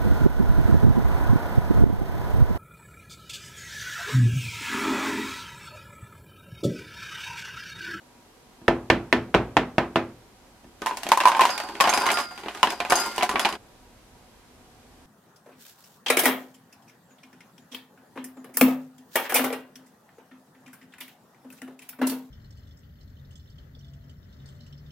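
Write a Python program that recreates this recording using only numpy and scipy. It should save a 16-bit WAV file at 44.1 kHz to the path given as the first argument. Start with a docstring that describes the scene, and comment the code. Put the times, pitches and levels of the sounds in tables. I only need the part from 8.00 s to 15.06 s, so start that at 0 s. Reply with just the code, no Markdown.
"""Seven bangs on a kitchen counter, then a clatter of hard chocolate tumbling into a steel bowl.
Each bang is an impact that excites the damped modes of a filled plastic mould. The chocolate blocks
crack against each other and knock the bowl's bottom, which their load damps; the free rim now and then
rings on. A quiet appliance hum and hiss lie under it all, and the loudest blows are softly clipped."""
import sys
import numpy as np
from scipy import signal
from scipy.fft import rfft, irfft
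from scipy.io import wavfile

SR = 44100
rng = np.random.default_rng(int(sys.argv[2]) if len(sys.argv) > 2 else 0)


def bounce(signal):
    """Save signal as a 16-bit WAV file at the path given by the first command-line argument."""
    frames = np.transpose(np.atleast_2d(signal))
    limited = np.clip(frames, -1, 1)
    pcm = np.round(limited * 32767).astype(np.int16)
    wavfile.write(sys.argv[1], SR, pcm)


N = 311346

# blocks landing; clack, tick and thud are relative to the level:
# start_s, level_db, clack_db, tick_db, thud_db, bowl_pitch_hz, clack_pitch_hz
LANDINGS = [(2.819, -11, -17, -27, -14, 1330, 2290), (2.861, -8, -18, -16.5, -22.5, 953, 1730),
            (2.868, -15.5, -9, -31, -22.5, 1015, 1920), (2.91, -11, -21, -46, -18, 964, 2580),
            (2.971, -26, -2.5, -3.5, -26, 965, 2210), (3.033, -22, -3.5, -7.5, -21.5, 790, 2800),
            (3.054, -23.5, -25, -28, -2.5, 680, 2240), (3.067, -20.5, -3, -18.5, -32.5, 780, 3200),
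            (3.089, -18, -7, -8, -7.5, 790, 2240), (3.118, 7, -18, -24.5, -35.5, 952, 2230),
            (3.128, -7, -30.5, -48.5, -32, 950, 1930), (3.15, -21, -24, -35.5, -26, 1010, 1950),
            (3.174, -2, -23.5, -22, -33.5, 992, 1870), (3.203, -7.5, -7, -22, -23, 1020, 2710),
            (3.21, -13, -9, -23, -29, 1030, 2060), (3.236, -8, -21.5, -28, -27.5, 1054, 3050),
            (3.255, 4.5, -19, -28, -29.5, 1015, 2360), (3.265, -5.5, -32, -35, -38, 964, 2100),
            (3.273, -0.5, -20.5, -32, -48, 1025, 2000), (3.283, -7, -15, -17, -35.5, 1080, 2650),
            (3.29, -5, -38.5, -49, -44, 940, 3900), (3.318, -6, -16, -32, -29, 950, 2320),
            (3.349, -8, -13.5, -36, -26, 925, 2320), (3.368, -7.5, -26, -30, -32, 930, 2420),
            (3.394, 1, -19.5, -34, -28, 1015, 1780), (3.409, -2.5, -13.5, -19, -18.5, 920, 1780),
            (3.417, -6.5, -7.5, -32, -42, 1030, 2550), (3.435, -9.5, -18, -31, -46, 1012, 2730),
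            (3.453, -2, -17, -23, -48, 970, 2830), (3.492, -3, -19.5, -39, -28, 710, 2900),
            (3.578, -18.5, -4, -10, -35, 780, 2420), (3.601, -15, -9, -21, -20, 800, 1830),
            (3.636, -12.5, -38, -28.5, -21, 750, 1800), (3.688, -18.5, -12.5, -24, -7.5, 866, 1940),
            (3.753, -25, -6, -27, -4.5, 795, 2210), (3.802, -2.5, -11, -25, -20, 1090, 2560),
            (3.808, 0, -12, -15, -37.5, 1123, 1790), (3.84, -1.5, -15, -34, -20.5, 1130, 2990),
            (3.854, -2, -22, -41, -29, 850, 2360), (3.874, 4.5, -22, -38, -26.5, 745, 2170),
            (3.88, -13, -16, -27, -34, 874, 2400), (3.893, -8.5, -9, -16, -20, 853, 2180),
            (3.928, -11.5, -6.5, -39, -23, 1050, 2400), (3.937, 3, -23.5, -29, -29, 705, 2880),
            (3.975, -3.5, -16, -22, -17, 820, 2260), (4.019, -15.5, -10, -17, -16, 1050, 2480),
            (4.057, -13.5, -8, -21, -35, 1100, 2330), (4.065, -9, -11, -18.5, -12, 950, 2160),
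            (4.089, -19, 3.5, -32, -30, 756, 2050), (4.103, -7.5, -9, -24, -31, 620, 2340),
            (4.116, -12.5, -34, -12.5, -15, 930, 2120), (4.172, -19, 1, -16, -35, 844, 1800),
            (4.187, -7, -24, -26, -24, 1150, 2200), (4.309, -20, -36, -37, -35, 713, 2060),
            (4.377, -23, -10.5, -28.5, -13.5, 786, 1800), (4.435, -26.5, -8.5, -45, -6, 870, 3040),
            (4.46, -16.5, -13, -43, -8, 620, 1730), (4.484, -17, -7, -28, -22, 650, 2970),
            (4.549, -21, -11, -19.5, -15, 1270, 2050), (4.573, -25, -14.5, -26, -26.5, 802, 3160),
            (4.63, 4, -12.5, -24.5, -21, 974, 2920), (4.672, -14, -5.5, -25, -10, 1055, 1710),
            (4.704, -18, -4.5, -11, -31, 940, 3540), (4.721, -10.5, -38.5, -26, -16.5, 764, 1930),
            (4.803, -6, -10, -27, -17.5, 735, 2380), (4.85, -11, -15, -29, -31, 765, 2420),
            (4.898, -25.5, -18, -15, 3, 1210, 1850), (4.905, -14.5, -1.5, -9, -9.5, 915, 2280),
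            (4.922, 12.5, -28, -33.5, -27.5, 697, 1775), (4.955, -5.5, -43, -16, -36, 735, 2330),
            (5.0, -11, -28, -17.5, -28, 750, 1810), (5.061, -13.5, -36.5, -16, -14, 945, 1870),
            (5.161, -37, -1.5, 3, -14, 1020, 2670), (5.18, -12, -6.5, -17, -8.5, 980, 2920),
            (5.21, -17, -4.5, -43.5, -23, 1010, 2270), (5.225, 1.5, -19.5, -32, -21, 734, 2040),
            (5.231, -7, -14, -16.5, -46, 735, 2250), (5.292, -12, -7, -18.5, -5.5, 997, 1930),
            (5.313, -14.5, -15, -25, -18, 1130, 2860), (5.339, -14, -33, -42, -2, 734, 1750),
            (5.357, -7.5, -7, -39, -25, 1125, 2290), (5.395, -15, -1, -6.5, -38, 1060, 3430),
            (5.449, -9.5, -2.5, -25, -12, 875, 2410), (5.454, -7, -9.5, -22.5, -17, 880, 2910),
            (5.489, -15.5, -13, -17, -39, 1076, 1800), (5.526, -16.5, -9.5, -20, -7, 695, 2740),
            (5.553, -27.5, -5.5, -24, -18, 780, 2860)]
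# modes of the bowl's loaded bottom: pitch_hz, level_db
BOTTOM_MODES = [(215, -11), (260, -14), (340, -9), (410, -8), (560, -1.5), (630, -23.5), (735, -3.5),
                (775, -16), (835, 0.5), (870, -18.5), (916, 3.5), (965, -4.5), (1014, 5.5), (1060, -1.5),
                (1113, 2.5), (1234, 0.5), (1470, 1.5), (1580, -1.5), (1790, -3), (2200, -18.5),
                (2500, -5.5), (2860, -4.5), (3400, -27.5)]
# stereo width of the impacts: frequency_hz, side_minus_mid_db
IMPACT_WIDTH = [(60, -24), (110, -22.5), (200, -32), (380, -19.5), (700, -15), (1290, -11.5), (2380, -6),
                (4400, -2), (8120, -1), (15000, -2)]


def undb(db):
    """Amplitude ratio of a level in decibels."""
    return 10 ** (np.asarray(db, float) / 20)


def read(table, hz):
    """Interpolation of a (frequency_hz, value) table on a logarithmic frequency axis."""
    f, v = np.transpose(table)
    return np.interp(np.log(np.maximum(hz, 1)), np.log(f), v)


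def impulses(start_s, size):
    """Ideal impacts: one sample of the given size at each time."""
    return np.bincount((np.asarray(start_s) * SR).astype(int), size, N)[:N]


def fade(x, t60):
    """Exponential decay: each impulse falls 60 dB in t60 seconds."""
    return signal.lfilter([1], [1, -1000 ** (-1 / (t60 * SR))], x)


def ring(force, hz, t60):
    """Response of a damped harmonic oscillator to a force."""
    return signal.lfilter([1], [1, -np.exp((2j * np.pi * hz - np.log(1000) / t60) / SR)], force).imag


def cut(x, order, hz, kind):
    """Maximally flat lowpass or highpass filtering."""
    return signal.sosfilt(signal.butter(order, hz, kind, fs=SR, output="sos"), x)


def stereo(mid, side):
    """Left and right as the sum and difference of mid and side."""
    return np.array([mid + side, mid - side])


def noise_bands(spectrum, envelope, width):
    """Third-octave noise bands, each modulated by envelope(hz); mid and side are uncorrelated."""
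    out = 0
    for hz in 30 * 2 ** np.arange(0, 9.3, 1 / 3):
        sos = signal.butter(2, [hz * 2 ** (-1 / 6), hz * 2 ** (1 / 6)], "bandpass", fs=SR, output="sos")
        mid, side = signal.sosfilt(sos, rng.standard_normal((2, N)).astype(np.float32))
        out = out + undb(read(spectrum, hz)) * envelope(hz) * stereo(mid, side * undb(read(width, hz)))
    return out


def struck_mode(start_s, size, hz, t60):
    """Free vibration of one mode after each blow, with a random share in the side channel."""
    sway = rng.standard_normal(len(start_s)) * undb(read(IMPACT_WIDTH, hz))
    return stereo(ring(impulses(start_s, size), hz, t60), ring(impulses(start_s, size * sway), hz, t60))


def room_noise():
    """Broadband noise: a hiss that flickers a little over a slowly growing house rumble."""
    # background spectrum: frequency_hz, density_db
    spectrum = [(20, -2), (110, -6), (156, -11), (190, -8), (237, -3.5), (342, -12), (416, -7.5),
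                (492, -9.5), (634, -13.5), (750, -11.5), (1000, -14.5), (1790, -20.5), (13600, -31.5),
                (15200, -45), (16500, -48.5)]
    # its stereo width: frequency_hz, side_minus_mid_db
    width = [(60, -15), (110, -12.5), (200, -13), (380, -7.5), (700, -7), (1290, -3.5), (2380, -1),
             (4400, 1), (8120, 0.5), (15000, -1)]
    swell = undb(-3 + 0.92 * np.arange(N) / SR)

    def flicker(hz):
        steps = rng.standard_normal(N // 4000 + 2)
        wander = np.interp(np.arange(N) / 4000, np.arange(len(steps)), steps)
        return undb(min(1.5, 900 / hz) * wander) * (swell if hz < 130 else 1)

    return undb(-34.5) * noise_bands(spectrum, flicker, width)


def appliance_hum():
    """Narrow resonances driven by noise give faint, wavering tones."""
    # hum tones: pitch_hz, level_db
    tones = [(247.6, -65), (737.5, -68), (759.0, -80), (958.2, -68), (1599, -78)]
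    hum = 0
    for hz, db in tones:
        tone = ring(rng.standard_normal(N), hz, t60=.3)
        hum = hum + undb(db - 2) * tone / tone.std()
    return hum


def counter_boom():
    """Structure-borne sound: each landing excites one low mode of the counter."""
    start_s, db, _, _, thud_db = np.transpose(LANDINGS)[:5]
    boom = ring(impulses(start_s, undb(db + thud_db - 23.5)), hz=61, t60=0.14)
    return cut(boom, 2, 90, "lowpass")


def mould_bangs():
    """Impact excitation: a snap, the mould's modes, a noisy slap and a reverberant tail."""
    # blows, bounces and light touches: start_s, level_db, thud_db, slap_db, snap_pitch_hz, snap_db
    blows = [(0.616, -38.5, 4, -20, 400, -14), (0.681, 4.5, -14.5, -18, 1800, -7),
             (.901, 3.5, -15, -9, 734, -6), (1.127, 0, -12, -7, 2120, 0),
             (1.3427, -7.5, -11, -13.5, 1540, 1), (1.3466, 3, -12, -16, 800, -18),
             (1.568, 0, -19, -7.5, 906, 3), (1.574, -10, -6.5, -30, 1270, 2),
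             (1.782, 1.5, -17, -15, 640, -4.5), (1.958, -2, -13, -10.5, 970, -8),
             (1.967, -15, -16, -21, 1020, 6), (2.643, -37.5, 1, -16, 300, -14)]
    # modes of the filled mould: pitch_hz, level_db, t60_s
    modes = [(56.7, -14, 0.4), (119, -23, 0.99), (207.5, -10.5, 0.42), (247.4, -2.5, 0.36),
             (340, -2.5, 0.33), (472, -3, 0.04), (654, -3, .1), (988, -9, 0.092), (1420, -19.5, 0.084),
             (1774, -10, 0.12), (2260, 1.5, 0.0078), (2690, -4, 0.021), (3350, -2, 0.011)]
    # spectrum of slap and tail: frequency_hz, density_db
    spectrum = [(24, -21.5), (40, -11), (155, -3), (249, -1.5), (283, -1.5), (337, 3), (455, -5),
                (697, -7.5), (2440, -18), (11600, -54.5), (16000, -56.5)]
    # decay of counter and room: frequency_hz, t60_s
    tail_decay = [(60, 0.54), (160, 0.43), (420, 0.29), (1100, 0.24), (2900, 0.19), (7700, 0.16)]
    start_s, db, thud_db, slap_db, snap_hz, snap_db = np.transpose(blows)
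    t = np.arange(4000) / SR

    def strength(hz):
        thud_share = read([(250, 0.95), (700, 0), (3000, 0.034)], hz)
        slap_share = read([(250, 0.18), (700, 0), (3000, 0.74)], hz)
        return undb(db + thud_share * (thud_db + 6) + slap_share * (slap_db + 14))

    def envelope(hz):
        slap, slap_t60_s = np.zeros(N), 0.02
        for at, gain in zip(start_s, strength(hz)):
            i = int(at * SR)
            slap[i:i + len(t)] += gain * (1 - np.exp(-t / 0.00054)) * 1000 ** (-t / slap_t60_s)
        hits = impulses(start_s + 0.00095, strength(hz))
        t60 = read(tail_decay, hz)
        return slap + undb(-12) * fade(hits, t60) + undb(-33) * fade(hits, 2.64 * t60)

    body = 0
    for hz, mode_db, t60 in modes:
        size = strength(hz) * undb(mode_db + 1.3 * rng.standard_normal(len(blows)))
        body = body + struck_mode(start_s, size * rng.choice([-1, 1], len(blows)), hz, t60)
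    body = cut(body, 2, 3500, "lowpass")  # the plastic flexes, so the modes start softly
    snap = sum(ring(impulses([at], [size]), hz, t60=0.0094)  # the edge that lands first
               for at, size, hz in zip(start_s, undb(db + snap_db), snap_hz))
    bangs = snap + undb(-15) * body + undb(9.5) * noise_bands(spectrum, envelope, IMPACT_WIDTH)
    return cut(bangs, 3, 50, "highpass")  # the counter gives little deep bass


def rim_ring():
    """Lightly damped steel modes ring after each blow and flutter as blocks brush the wall."""
    # blows on bare steel: start_s, low_ring_db, middle_ring_db, high_ring_db, favoured_pitch_hz
    clinks = [(3.2745, -41, -44.5, -38, 10000), (3.3674, -42.5, -53, -43, 10000),
              (3.5029, -34, -36.5, -29, 6850), (3.8077, -38.5, -36.5, -31, 7600),
              (3.896, -26.5, -43, -19, 6400), (3.938, -31, -29.5, -21, 7400), (3.9994, -40, -38, -31, 9500),
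              (4.0654, -22, -50, -30, 7000), (4.117, -38, -39, -24.5, 8000),
              (4.1404, -27, -34.5, -31.5, 9000), (4.2014, -30.5, -42, -33, 8000),
              (4.692, -58, -41.5, -46, 7500), (4.8993, -23.5, -36, -22.5, 8000),
              (4.9559, -50, -29, -16, 6600), (4.9986, -28, -32, -25, 8000), (5.2929, -33, -50, -29, 8000),
              (5.3956, -30, -39.5, -28, 9800), (5.4909, -49, -46, -40, 9000)]
    # modes of the free rim, some in close pairs: pitch_hz, level_db, t60_s
    modes = [(1225, -5.5, 0.37), (1400.6, -7.5, 0.8), (2115, -18.5, 1), (4740, -7.5, 0.92),
             (4830, -13, 0.33), (5030, -6.5, 0.31), (4970, -1.5, 0.41), (4950, -10, 0.33), (5100, -4, 0.23),
             (6380, -4, 0.065), (6380, -27, 0.39), (6400, -20.5, .25), (7100, -18, 0.15), (7600, -15, 0.16),
             (8400, -38.5, 0.17), (8860, -17.5, 0.2), (9430, -17, 0.18), (9240, -16, .2),
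             (10260, -11, 0.26), (10500, -15.5, .15), (10700, -15.5, 0.11), (10700, -8.5, 0.083),
             (11380, -8, 0.12), (12300, -10, 0.081), (13500, -12, .08)]
    start_s, low_db, middle_db, high_db, favoured_hz = np.transpose(clinks)
    out = 0
    for hz, db, t60 in modes:
        near_db = high_db - 18 * np.abs(np.log2(hz / favoured_hz))
        blow_db = low_db if hz < 3000 else middle_db if hz < 5700 else near_db
        steps = rng.standard_normal(N // 250 + 2)
        flutter = np.interp(np.arange(N) / 250, np.arange(len(steps)), steps)
        size = undb(blow_db + db + 1.5 * rng.standard_normal(len(clinks)))
        out = out + undb((.5 + hz / 2200) * flutter) * struck_mode(start_s, size, hz, t60)
    return out


def bottom_knocks():
    """Modal response: the struck spot selects bottom modes, over a thud and the block's own clack."""
    t = np.arange(8000) / SR
    out = np.zeros((2, N))
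    mode_hz, mode_db = np.transpose(BOTTOM_MODES)
    contact = 1 - np.exp(-t / 0.00066)  # chocolate yields, so the force takes a moment to build
    for start_s, db, clack_db, _, thud_db, centre_hz, clack_hz in LANDINGS:
        octaves_off = np.abs(np.log2(mode_hz / centre_hz))
        near_db = np.where(mode_hz < 500, thud_db + 6.5, -16 * np.minimum(octaves_off / 0.23, 1))
        hz = np.append(mode_hz * (1 + 0.016 * rng.standard_normal(len(mode_hz))), clack_hz)
        partial_db = np.append(mode_db + near_db - 13.5, clack_db - 6)
        gain = undb(db + partial_db + 0.54 * rng.standard_normal(len(hz)))
        # harder landings and higher modes die sooner; louder clacks last longer
        mode_t60 = np.clip(0.1 * np.exp(-db / 33.5), .01, .3) * (mode_hz / 1000) ** -.4
        t60 = np.append(mode_t60, 0.089 * np.exp((db + clack_db) / 30.5))
        waves = contact * np.sin(2 * np.pi * hz[:, None] * t) * 1000 ** (-t / t60[:, None])
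        side_gain = gain * undb(read(IMPACT_WIDTH, hz)) * rng.standard_normal(len(hz))
        i = int(start_s * SR)
        out[:, i:i + len(t)] += stereo(gain @ waves, side_gain @ waves)
    return out


def contact_noise(ticks, slide):
    """Brief contacts and sliding friction radiate broadband noise: cracks, ticks and scraping."""
    # spectrum of block contacts: frequency_hz, density_db
    spectrum = [(35, -58), (60, -36.5), (393, -7), (475, -22.5), (724, -3), (1130, -18.5), (1330, -9),
                (2970, -14), (11900, -26.5), (15400, -41.5), (16500, -59)]
    start_s, db, clack_db, tick_db, thud_db = np.transpose(LANDINGS)[:5]

    def envelope(hz):
        bright = np.clip(np.log(hz / 3000) / np.log(2.3), 0, 1)
        body_db = clack_db + 14 if hz > 600 else thud_db + 18
        hits = impulses(start_s, undb(db + (1 - bright) * body_db + bright * (tick_db + 21)))
        click = undb(1) * fade(hits, 0.0027) * (1500 < hz < 10000)  # first touch of a hard edge
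        crack = fade(hits, 0.012) - fade(hits, 0.0014)  # builds over a moment
        bowl_tail = undb(-8) * fade(hits, 0.18 * (hz / 1000) ** -.2)
        room_tail = undb(-27) * fade(hits, 0.22)
        return click + crack + bowl_tail + room_tail + undb(2.5) * fade(ticks, 0.015) + undb(8) * slide

    return noise_bands(spectrum, envelope, IMPACT_WIDTH)


def tumbling_blocks():
    """Superposed impacts: many small random collisions rattle the bowl among the main landings."""
    # strength of tumbling and sliding: time_s, knock_db, scrape_db
    tumbling = [(2.78, -74, -61), (2.88, -61.5, -40.5), (3.17, -37, -50), (3.34, -22.5, -42),
                (3.45, -31, -31.5), (3.56, -28.5, -37.5), (3.65, -35, -47), (3.85, -43, -40),
                (3.97, -24, -31.5), (4.06, -19, -36), (4.2, -39, -31), (4.28, -50, -45.5),
                (4.62, -50, -42.5), (4.86, -35.5, -49), (4.98, -22.5, -26.5), (5.08, -34.5, -32.5),
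                (5.35, -35, -48.5), (5.42, -24, -33.5), (5.6, -56, -62)]
    time_s, knock_db, scrape_db = np.transpose(tumbling)
    t = np.arange(N) / SR
    count = 1500
    start_s = rng.uniform(time_s[0], time_s[-1], count)
    extra_db = np.minimum(1.1 * rng.exponential(size=count), 6)
    knock = undb(np.interp(start_s, time_s, knock_db) + extra_db)
    ticks = impulses(start_s, undb(np.interp(start_s, time_s, scrape_db) + extra_db))
    slide = undb(np.interp(t, time_s, scrape_db, -150, -150))
    rattle = 0
    for hz, db in BOTTOM_MODES:
        size = knock * undb(db) * rng.standard_normal(count)
        rattle = rattle + struck_mode(start_s, size, hz, t60=0.097 * (hz / 1000) ** -.4)
    bowl = bottom_knocks() + undb(-24) * rattle + rim_ring() + contact_noise(ticks, slide)
    # a quick fade cuts off the clatter and its ringing, while the room noise goes on
    fade_out = np.clip((5.58 - t) / .025, 0, 1)
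    return cut(fade_out * bowl, 3, 170, "highpass")  # a small bowl radiates little bass


def scene():
    """Linear superposition of all sources."""
    return mould_bangs() + tumbling_blocks() + counter_boom() + room_noise() + appliance_hum()


def record(dry):
    """Slightly unequal channel responses, soft saturation of the peaks and a steep treble cut."""
    # channel balance: frequency_hz, left_minus_right_db
    balance = [(60, -1), (110, -0.5), (200, 0.0), (380, -0.5), (700, 0.0), (1290, -0.5), (2380, -1.5),
               (4400, -1), (8120, 0), (15000, 1)]
    lean = undb(read(balance, np.fft.rfftfreq(N, 1 / SR)) / 2)
    channels = irfft(rfft(dry) * np.array([lean, 1 / lean]), N)
    limited = channels / (1 + np.abs(channels) ** 16) ** (1 / 16)
    return signal.sosfilt(signal.ellip(10, .2, 70, 16300, fs=SR, output="sos"), limited)


dry = scene()
out = record(dry)
bounce(out)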